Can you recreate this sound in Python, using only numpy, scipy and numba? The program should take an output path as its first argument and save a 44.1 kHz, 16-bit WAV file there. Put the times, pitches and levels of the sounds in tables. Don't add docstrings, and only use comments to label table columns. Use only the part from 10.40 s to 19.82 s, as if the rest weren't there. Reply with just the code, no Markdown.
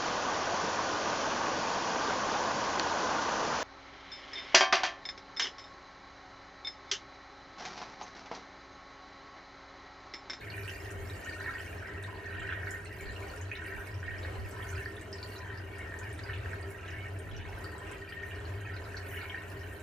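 import sys
import numpy as np
from scipy import signal
from scipy.fft import rfft, irfft, next_fast_len
from scipy.io import wavfile
from scipy.ndimage import uniform_filter1d
from numba import njit

SR = 44100
rng = np.random.default_rng(int(sys.argv[2]) if len(sys.argv) > 2 else 0)


def store_wav(level_fs):
    pcm = np.round(np.clip(np.atleast_2d(level_fs), -1, 1) * 32767)
    wavfile.write(sys.argv[1], SR, pcm.T.astype(np.int16))


N = 415422
TIME_S = np.arange(N) / SR
FFT_SIZE = next_fast_len(N + SR)
FREQ_HZ = np.arange(FFT_SIZE // 2 + 1) * SR / FFT_SIZE + 1e-3

# start/s, length/s, relative level/dB, typical bubble f/Hz
SPURTS = [(-0.1, 1.05, -56, 7660), (0.6, 0.75, -53, 6330), (1.07, 0.4, -54.5, 7650),
          (2.21, 0.26, -55, 7500), (2.26, 1.5, -60, 6160), (2.6, 0.51, -54, 4500), (4.75, 0.35, -58, 10900),
          (3.21, 0.46, -58.5, 9200), (3.55, 0.79, -56.5, 4080), (4.02, 0.25, -57.5, 7400),
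          (4.13, 0.51, -54, 7000), (4.55, 0.66, -53, 4560), (5.52, 0.31, -62, 8700), (5.7, 0.46, -57, 3660),
          (6.25, 0.16, -58, 10270.0), (7.12, 0.23, -62, 5670.0), (7.79, 0.3, -57.5, 11500),
          (8.38, 0.32, -57.5, 6000), (8.51, 0.54, -55, 10500), (8.85, 0.79, -60, 11500)]
SPURT_FALLOFF_DB = 12
SWELL_SHARE = 0.33


def undb(db):
    return 10 ** (np.asarray(db) / 20)


def level(x, db):
    return x * undb(db) / np.sqrt(np.mean(x ** 2))


def filtered(x, response):
    return irfft(rfft(x, FFT_SIZE) * response, FFT_SIZE)[..., :N]


def resonances(modes):
    return sum(undb(db) / (1 + 1j * (FREQ_HZ ** 2 - hz ** 2) / (FREQ_HZ * width_hz))
               for hz, width_hz, db in modes)


def walk(rate_hz):
    hold = int(SR / rate_hz)
    steps = np.repeat(rng.standard_normal(2048), hold)[:N]
    return 1.3 * uniform_filter1d(uniform_filter1d(steps, hold), hold)


def stereo(mid, side):
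    return mid + side * np.array([[1], [-1]])


@njit
def ring(starts_s, hz, cycles, gains, rise, swell_cycles):
    out = np.zeros(N)
    for k in range(len(starts_s)):
        first, length = int(starts_s[k] * SR), cycles[k] * SR / hz[k]
        phase = 0.
        for i in range(min(int(length), N - first)):
            phase += hz[k] * (1 + rise * i / length) / SR
            attack = 1 - np.exp(-(phase / swell_cycles) ** 2)
            decay = np.exp(-np.log(1000) * i / length)
            out[first + i] += gains[k] * attack * decay * np.sin(2 * np.pi * phase)
    return out


def swarm(count, band_hz, cycles, spread_db, rise, swell_cycles):
    low_hz, high_hz = band_hz
    jitter, pitch, life, faintness = rng.random((count, 4)).T
    starts_s = (np.arange(count) + 2 * jitter) / count * N / SR
    hz = low_hz * (high_hz / low_hz) ** pitch
    gains = undb(-spread_db * np.log(faintness + .04))
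    return level(ring(starts_s, hz, cycles * (.5 + life), gains, rise, swell_cycles), 0)


def pops(table, cycles, rise, swell_cycles):
    starts_s, db, hz = np.transpose(table)
    return ring(starts_s, hz, np.full(len(hz), float(cycles)), undb(db), rise, swell_cycles)


def swell_and_fade(t, start_s, length_s):
    return np.interp(t, start_s + length_s * np.array([0, SWELL_SHARE, 1]), [0, 1, 0])


def bursts(table, bubble_hz, falloff_db, steady_db, sag_oct_per_s=0.27):
    t = TIME_S[::64]
    power = undb(steady_db) ** 2
    for start_s, length_s, db, hz in table:
        octaves_off = np.log2(bubble_hz / hz) + sag_oct_per_s * (t - start_s - SWELL_SHARE * length_s)
        gain = swell_and_fade(t, start_s, length_s) * undb(db - falloff_db * octaves_off ** 2)
        power = power + gain ** 2
    return np.interp(TIME_S, t, np.sqrt(power))


def space(x, walls_db, basin_db, kitchen_db, basin_t60_s=0.12, kitchen_t60_s=0.22, pan_db=-1.5):
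    # delay/s, left/dB, right/dB (both relative to walls_db)
    echoes = [(.0013, -25, -34), (.0021, -35, -24), (.0075, -6.5, -2), (0.019, -21, -13)]
    out = x * undb(np.array([[pan_db], [-pan_db]]) / 2)
    for delay_s, left_db, right_db in echoes:
        lag = int(delay_s * SR)
        out[:, lag:] += x[:N - lag] * undb(walls_db + np.array([[left_db], [right_db]]))
    t = TIME_S[:SR // 2]
    tail_power = 0
    for onset_s, t60_s, db in ((.002, basin_t60_s, basin_db), (.009, kitchen_t60_s, kitchen_db)):
        decay = (t > onset_s) * np.exp(-2 * np.log(1000) * t / t60_s)
        tail_power = tail_power + undb(db) ** 2 * decay / decay.sum()
    shares = np.array([walk(rate_hz=6) for _ in range(4)])
    shares /= np.sqrt(np.sum(shares ** 2, axis=0) + .05)
    for share in shares:
        tail = rng.standard_normal((2, len(t))) * np.sqrt(tail_power)
        out += share * signal.oaconvolve(x[None], tail, axes=1)[:, :N]
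    return out


def pipe_drone(slosh_db=2, slosh_hz=11, cutoff_hz=116):
    # t/s, relative level/dB
    fall = [(0.0, -44.5), (0.26, -39), (0.36, -48), (0.43, -40.5), (0.6, -43.5), (0.73, -37.5),
            (0.8, -48.5), (1.05, -40), (1.21, -44), (1.41, -38), (1.47, -53), (1.54, -39.5), (1.7, -40),
            (1.77, -49.5), (1.9, -43.5), (2.25, -38.5), (2.33, -43.5), (2.58, -40), (2.65, -52),
            (2.75, -38), (2.97, -46.5), (3.03, -35.5), (3.14, -44), (3.5, -45.5), (3.58, -35), (3.76, -45),
            (3.84, -40), (4.31, -42), (4.38, -37.5), (4.5, -46.5), (5.19, -40.5), (5.43, -42.5),
            (5.55, -42), (5.85, -39.5), (6.0, -35.5), (6.18, -44), (6.27, -33.5), (6.35, -44.5),
            (6.71, -38.5), (7.2, -44), (7.66, -43.5), (7.75, -50), (8.05, -37), (8.5, -41), (9.42, -42.5)]
    # f/Hz, width/Hz, gain/dB
    pipe_mode = [(93.7, 22.2, 0)]
    flow_db = np.interp(TIME_S, *np.transpose(fall)) + slosh_db * walk(slosh_hz)
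    lowpass = 1 / np.sqrt(1 + (FREQ_HZ / cutoff_hz) ** 20)
    column, scattered = filtered(rng.standard_normal((2, N)), resonances(pipe_mode) ** 2)
    window = np.hanning(SR // 10) * 20 / SR
    envelope = np.sqrt(signal.fftconvolve(column ** 2, window, "same") + 1e-12)
    mid = level(filtered(column / envelope * undb(flow_db), lowpass), -44)
    side = level(filtered(scattered, lowpass), -69)
    return stereo(mid, side) * undb([[.4], [-.4]])


def trap_splash():
    # f/Hz, width/Hz, relative gain/dB
    trap_modes = [(163, 11.4, -8), (212, 50, -15.5), (296, 9.5, -14.5), (326.5, 22.5, -3.5),
                  (395.1, 8.3, 6.5), (411, 22.5, -0.5), (544, 110, -12), (621.5, 21, -3), (672.3, 23, -3.5)]
    splashes = np.array([swarm(9000, (135.8, 904), cycles=4.37, spread_db=2, rise=0.26, swell_cycles=0.26)
                         for _ in range(2)])
    mid, side = filtered(splashes * undb(0.86 * walk(rate_hz=9)), resonances(trap_modes))
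    return stereo(level(mid, -50.5), level(side, -63.5))


def stream_rush(wander_db=2.5):
    # f/Hz, relative density/dB
    spectrum = [(20, -28), (48, 4), (75, 7), (135, -13), (220, -8.5), (550, -6), (850, -14), (1200, -13.5),
                (2600, -20.5), (3600, -31), (8000, -35.5), (15000, -40)]
    hz, db = np.transpose(spectrum)
    colour = undb(np.interp(np.log(FREQ_HZ), np.log(hz), db))
    width = 0.53 * np.interp(FREQ_HZ, [45, 170, 700, 11000], [0.13, 0.23, 1.8, 0.88])
    mid = filtered(rng.standard_normal(N), colour)
    side = filtered(rng.standard_normal(N), colour * width)
    return level(stereo(mid, side), -50) * undb(wander_db * walk(rate_hz=9.3))


def throat_gurgle(falloff_db=27.5):
    # start/s, length/s, relative level/dB, typical bubble f/Hz
    gulps = [(-0.26, 1.15, -45, 1960), (0.76, 0.36, -42.5, 1850), (0.92, 0.39, -39, 1500),
             (1.08, 0.37, -47.5, 2250), (1.3, 0.48, -43, 1640), (1.62, 0.24, -42, 1010),
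             (1.76, 0.73, -38.5, 1680), (1.88, 0.38, -47.5, 2420), (2.07, 0.1, -47, 3200),
             (2.18, 0.38, -45, 1610), (2.42, 0.55, -46, 1900), (2.75, 0.21, -42, 900),
             (3.06, 0.24, -43, 2000), (3.14, 0.47, -40.5, 1590), (3.33, 0.24, -42.5, 900),
             (3.56, 0.46, -43.5, 1880), (3.92, 0.14, -42.5, 890), (4.08, 0.28, -40, 920),
             (4.1, 0.28, -45.5, 1860), (4.27, 0.23, -39.5, 1730), (4.85, 0.49, -45.5, 1000),
             (4.98, 0.3, -42, 1450), (5.3, 0.3, -44, 1850), (5.52, 0.18, -44, 950),
             (5.55, 0.29, -45.5, 1590), (5.82, 0.21, -42, 1680), (5.85, 0.26, -49, 2950),
             (5.95, 0.67, -49.5, 1550), (6.39, 0.35, -43, 2030), (6.92, 0.28, -49, 2460),
             (7.42, 0.21, -52, 2800), (7.03, 0.8, -49.5, 1520), (6.97, 0.45, -43.5, 960),
             (7.22, 0.41, -43.5, 980), (7.45, 0.81, -49, 1900), (7.66, 0.61, -57.5, 3100),
             (7.86, 0.26, -49.5, 1200), (8.18, 0.3, -43, 1820), (8.34, 0.17, -45, 890),
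             (8.49, 0.35, -46.5, 1560), (8.66, 0.31, -40, 1960), (8.7, 0.52, -45, 900),
             (8.72, 0.49, -60, 3200), (8.84, 0.29, -45.5, 1860)]
    # t/s, relative level/dB, f/Hz
    big_bubbles = [(0.1788, -23.5, 1800), (1.007, -21.5, 1750), (1.061, -21, 1670), (1.076, -22, 1650),
                   (1.151, -21, 1850), (1.202, -22.5, 1820), (1.4893, -28, 1710), (2.0903, -15.5, 1670),
                   (2.1235, -14.5, 1480), (2.173, -24, 1690), (2.232, -23, 1740), (2.2697, -19, 1520),
                   (2.313, -25, 1700), (2.6953, -28, 1800), (3.1146, -23, 1800), (3.263, -25, 1900),
                   (3.3215, -24, 1820), (3.6287, -23, 1630), (3.6805, -20, 1830), (3.8493, -22.5, 1640),
                   (4.204, -28, 1850), (4.4587, -19.5, 1720), (4.579, -28.5, 1840), (5.521, -23.5, 1670),
                   (5.5398, -20.5, 1780), (5.791, -28, 1780), (5.897, -20.5, 1850), (6.0583, -21.5, 1670),
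                   (6.132, -19, 1630), (7.243, -24, 1340), (7.385, -27, 1400), (7.415, -25, 1010),
                   (7.7223, -27, 1800), (7.8321, -20.5, 1870), (8.297, -26, 1790), (8.544, -24.5, 1680),
                   (8.9443, -18.5, 1750), (8.974, -24.5, 1850)]
    # f/Hz, width/Hz, gain/dB
    throat_modes = [(1006.6, 23, 3.5), (1318, 25, -1), (1540, 73, -6), (1612, 110, -7), (1808, 117, -2.5),
                    (1840, 46, 4), (2198, 24, 8), (2377, 24, 1), (2460, 21, -12), (2604, 21, -19),
                    (2750, 17, -2), (2925, 24, -14), (2940, 51, -21)]
    cavity = resonances(throat_modes) + undb(-11.5)
    swarms = [swarm(3400, (762, 1185), cycles=10.8, spread_db=5.5, rise=0.15, swell_cycles=1.6),
              swarm(2300, (1314, 1970), cycles=25.2, spread_db=2.5, rise=0.11, swell_cycles=4.4),
              swarm(1500, (1955, 2577), cycles=45, spread_db=5.5, rise=0.15, swell_cycles=2.7),
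              swarm(1200, (2555, 3125), cycles=51, spread_db=3.5, rise=0.08, swell_cycles=1.9),
              swarm(1600, (3050, 4130), cycles=41, spread_db=4.5, rise=0.085, swell_cycles=3.8)]
    # typical f/Hz, relative level/dB, steady supply/dB
    mix = [(1064, -10.5, -53), (1600, -4.5, -50.5), (2300, -8, -54), (2850, -6.5, -58), (3550, -10, -64)]
    gurgle = sum(level(filtered(bubbles, cavity), db) * bursts(gulps, hz, falloff_db, steady_db)
                 for bubbles, (hz, db, steady_db) in zip(swarms, mix))
    glugs = undb(6.5) * filtered(pops(big_bubbles, cycles=11.6, rise=0.023, swell_cycles=2.25), cavity)
    notes = swarm(170, (1247, 3047), cycles=61, spread_db=4, rise=0.095, swell_cycles=2.7)
    notes *= undb(-16.5) * bursts(gulps, 1640, falloff_db, steady_db=-48.5)
    gurgle *= undb(0.55 * walk(rate_hz=32))
    return space(gurgle + glugs + notes, walls_db=-7, basin_db=-4, kitchen_db=-7)


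def rim_bubbles():
    # t/s, relative level/dB, f/Hz
    single_bubbles = [(0.1015, -44.5, 4400), (0.2783, -40, 2720), (0.2947, -44, 2980),
                      (0.6985, -48.5, 3800), (0.769, -57, 7060), (0.847, -47, 6850), (0.9256, -49, 4300),
                      (1.14, -54, 4650), (1.6382, -48, 3740), (2.124, -49, 3260), (2.3087, -42, 7140),
                      (2.449, -49.5, 8440), (2.6106, -50, 6970), (2.6587, -51.5, 4340), (2.7615, -45, 2800),
                      (2.9003, -50.5, 4430), (3.0135, -45.5, 6580), (3.1151, -37, 2470),
                      (3.1539, -45, 3750), (3.543, -53, 5300), (3.783, -54, 5300), (4.1111, -50, 8140),
                      (4.2246, -48, 3180), (4.2903, -49, 6200), (4.3796, -45, 2680), (4.4536, -51, 4530),
                      (4.5669, -51, 3560), (4.7286, -39.5, 5120), (4.784, -50, 4480), (4.829, -39, 4460),
                      (4.929, -56, 4480), (5.1759, -50, 4830), (5.412, -46, 2170), (5.5892, -48, 6700),
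                      (5.729, -47, 8760), (5.9323, -45, 2880), (6.2273, -53, 4600), (6.7896, -48.5, 8810),
                      (6.9133, -49, 3240), (6.9658, -50, 5730), (7.2433, -46.5, 4600), (7.381, -49.5, 8000),
                      (7.7225, -46.5, 3060), (7.9113, -46, 2840), (8.0528, -51, 4300), (8.3654, -49, 4100),
                      (8.5687, -42, 4390), (8.5725, -49, 5640), (8.7852, -48, 2830), (8.8148, -54, 4000),
                      (8.8974, -42, 3100)]
    trickle = swarm(2200, (3677, 4965), cycles=46, spread_db=8, rise=0.044, swell_cycles=3.3)
    ticks = swarm(1500, (5260, 9140), cycles=39, spread_db=4, rise=0.031, swell_cycles=3.9)
    crackle = swarm(1300, (3800, 9400), cycles=12, spread_db=8.5, rise=0.03, swell_cycles=1.0)
    trickle *= undb(-11.5 + 3.3 * walk(rate_hz=24))
    trickle *= bursts(SPURTS, 4250, SPURT_FALLOFF_DB, steady_db=-64)
    treble = undb(-12.5) * (ticks + crackle) * bursts(SPURTS, 7500, SPURT_FALLOFF_DB, steady_db=-66.5)
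    plinks = undb(12.5) * pops(single_bubbles, cycles=33.3, rise=0.02, swell_cycles=1.92)
    return space(trickle + treble + plinks, walls_db=-14, basin_db=1.5, kitchen_db=-7.5)


def foam(hiss_cutoff_hz=9000):
    # t/s, relative level/dB, f/Hz
    cells = [(0.277, -42.5, 9000), (0.2965, -41.5, 5370), (0.458, -50, 3900), (0.5148, -42, 8800),
             (1.6277, -42.5, 8400), (2.3077, -39, 9300), (3.2625, -44, 9350), (4.089, -43, 11500),
             (4.6126, -42.5, 8150), (5.384, -44.5, 8800), (5.589, -42, 7960), (5.791, -43, 3860),
             (6.3056, -43, 9650), (6.789, -46, 8960), (7.5144, -41.5, 8120)]
    mid, side = (swarm(3000, (8480, 15000), cycles=22, spread_db=5.5, rise=0.038, swell_cycles=3.0)
                 for _ in range(2))
    highpass = 1 / (1 + (hiss_cutoff_hz / FREQ_HZ) ** 6)
    hiss = level(filtered(rng.standard_normal((2, N)), highpass), -1)
    fizz = (undb(-8.5) * stereo(mid, side) + hiss) * undb(-4 + 3.1 * walk(rate_hz=22))
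    fizz *= bursts(SPURTS, 10400, SPURT_FALLOFF_DB, steady_db=-68)
    spatter = swarm(420, (4500, 12000), cycles=13, spread_db=4.5, rise=0.037, swell_cycles=1.5)
    snaps = undb(8.5) * pops(cells, cycles=10, rise=0.032, swell_cycles=0.53)
    return fizz + space(undb(-76.5) * spatter + snaps, walls_db=2, basin_db=3.5, kitchen_db=-20)


def draught(steady_db=-65):
    # start/s, length/s, level/dB
    puffs = [(0.547, 0.13, -45), (1.95, 0.15, -45), (2.604, 0.19, -43), (3.344, 0.097, -43),
             (3.63, 0.2, -45), (3.96, 0.15, -39), (6.83, 0.36, -43)]
    rumble = level(filtered(rng.standard_normal((2, N)), resonances([(51.3, 59, 0)]) ** 2), 0)
    gusts = sum(undb(db) * swell_and_fade(TIME_S, start_s, length_s) for start_s, length_s, db in puffs)
    return rumble * (undb(steady_db) + gusts)


def scene():
    drain = pipe_drone() + trap_splash() + throat_gurgle()
    return drain + rim_bubbles() + foam() + stream_rush() + draught()


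def record(dry, lead_s=.00002, cutoff_hz=15250):
    left = filtered(dry[0], np.exp(2j * np.pi * FREQ_HZ * lead_s))
    lowpass = signal.ellip(10, .2, 70, cutoff_hz, fs=SR, output="sos")
    return signal.sosfilt(lowpass, np.array([left, dry[1]]))


dry = scene()
out = record(dry)
store_wav(out)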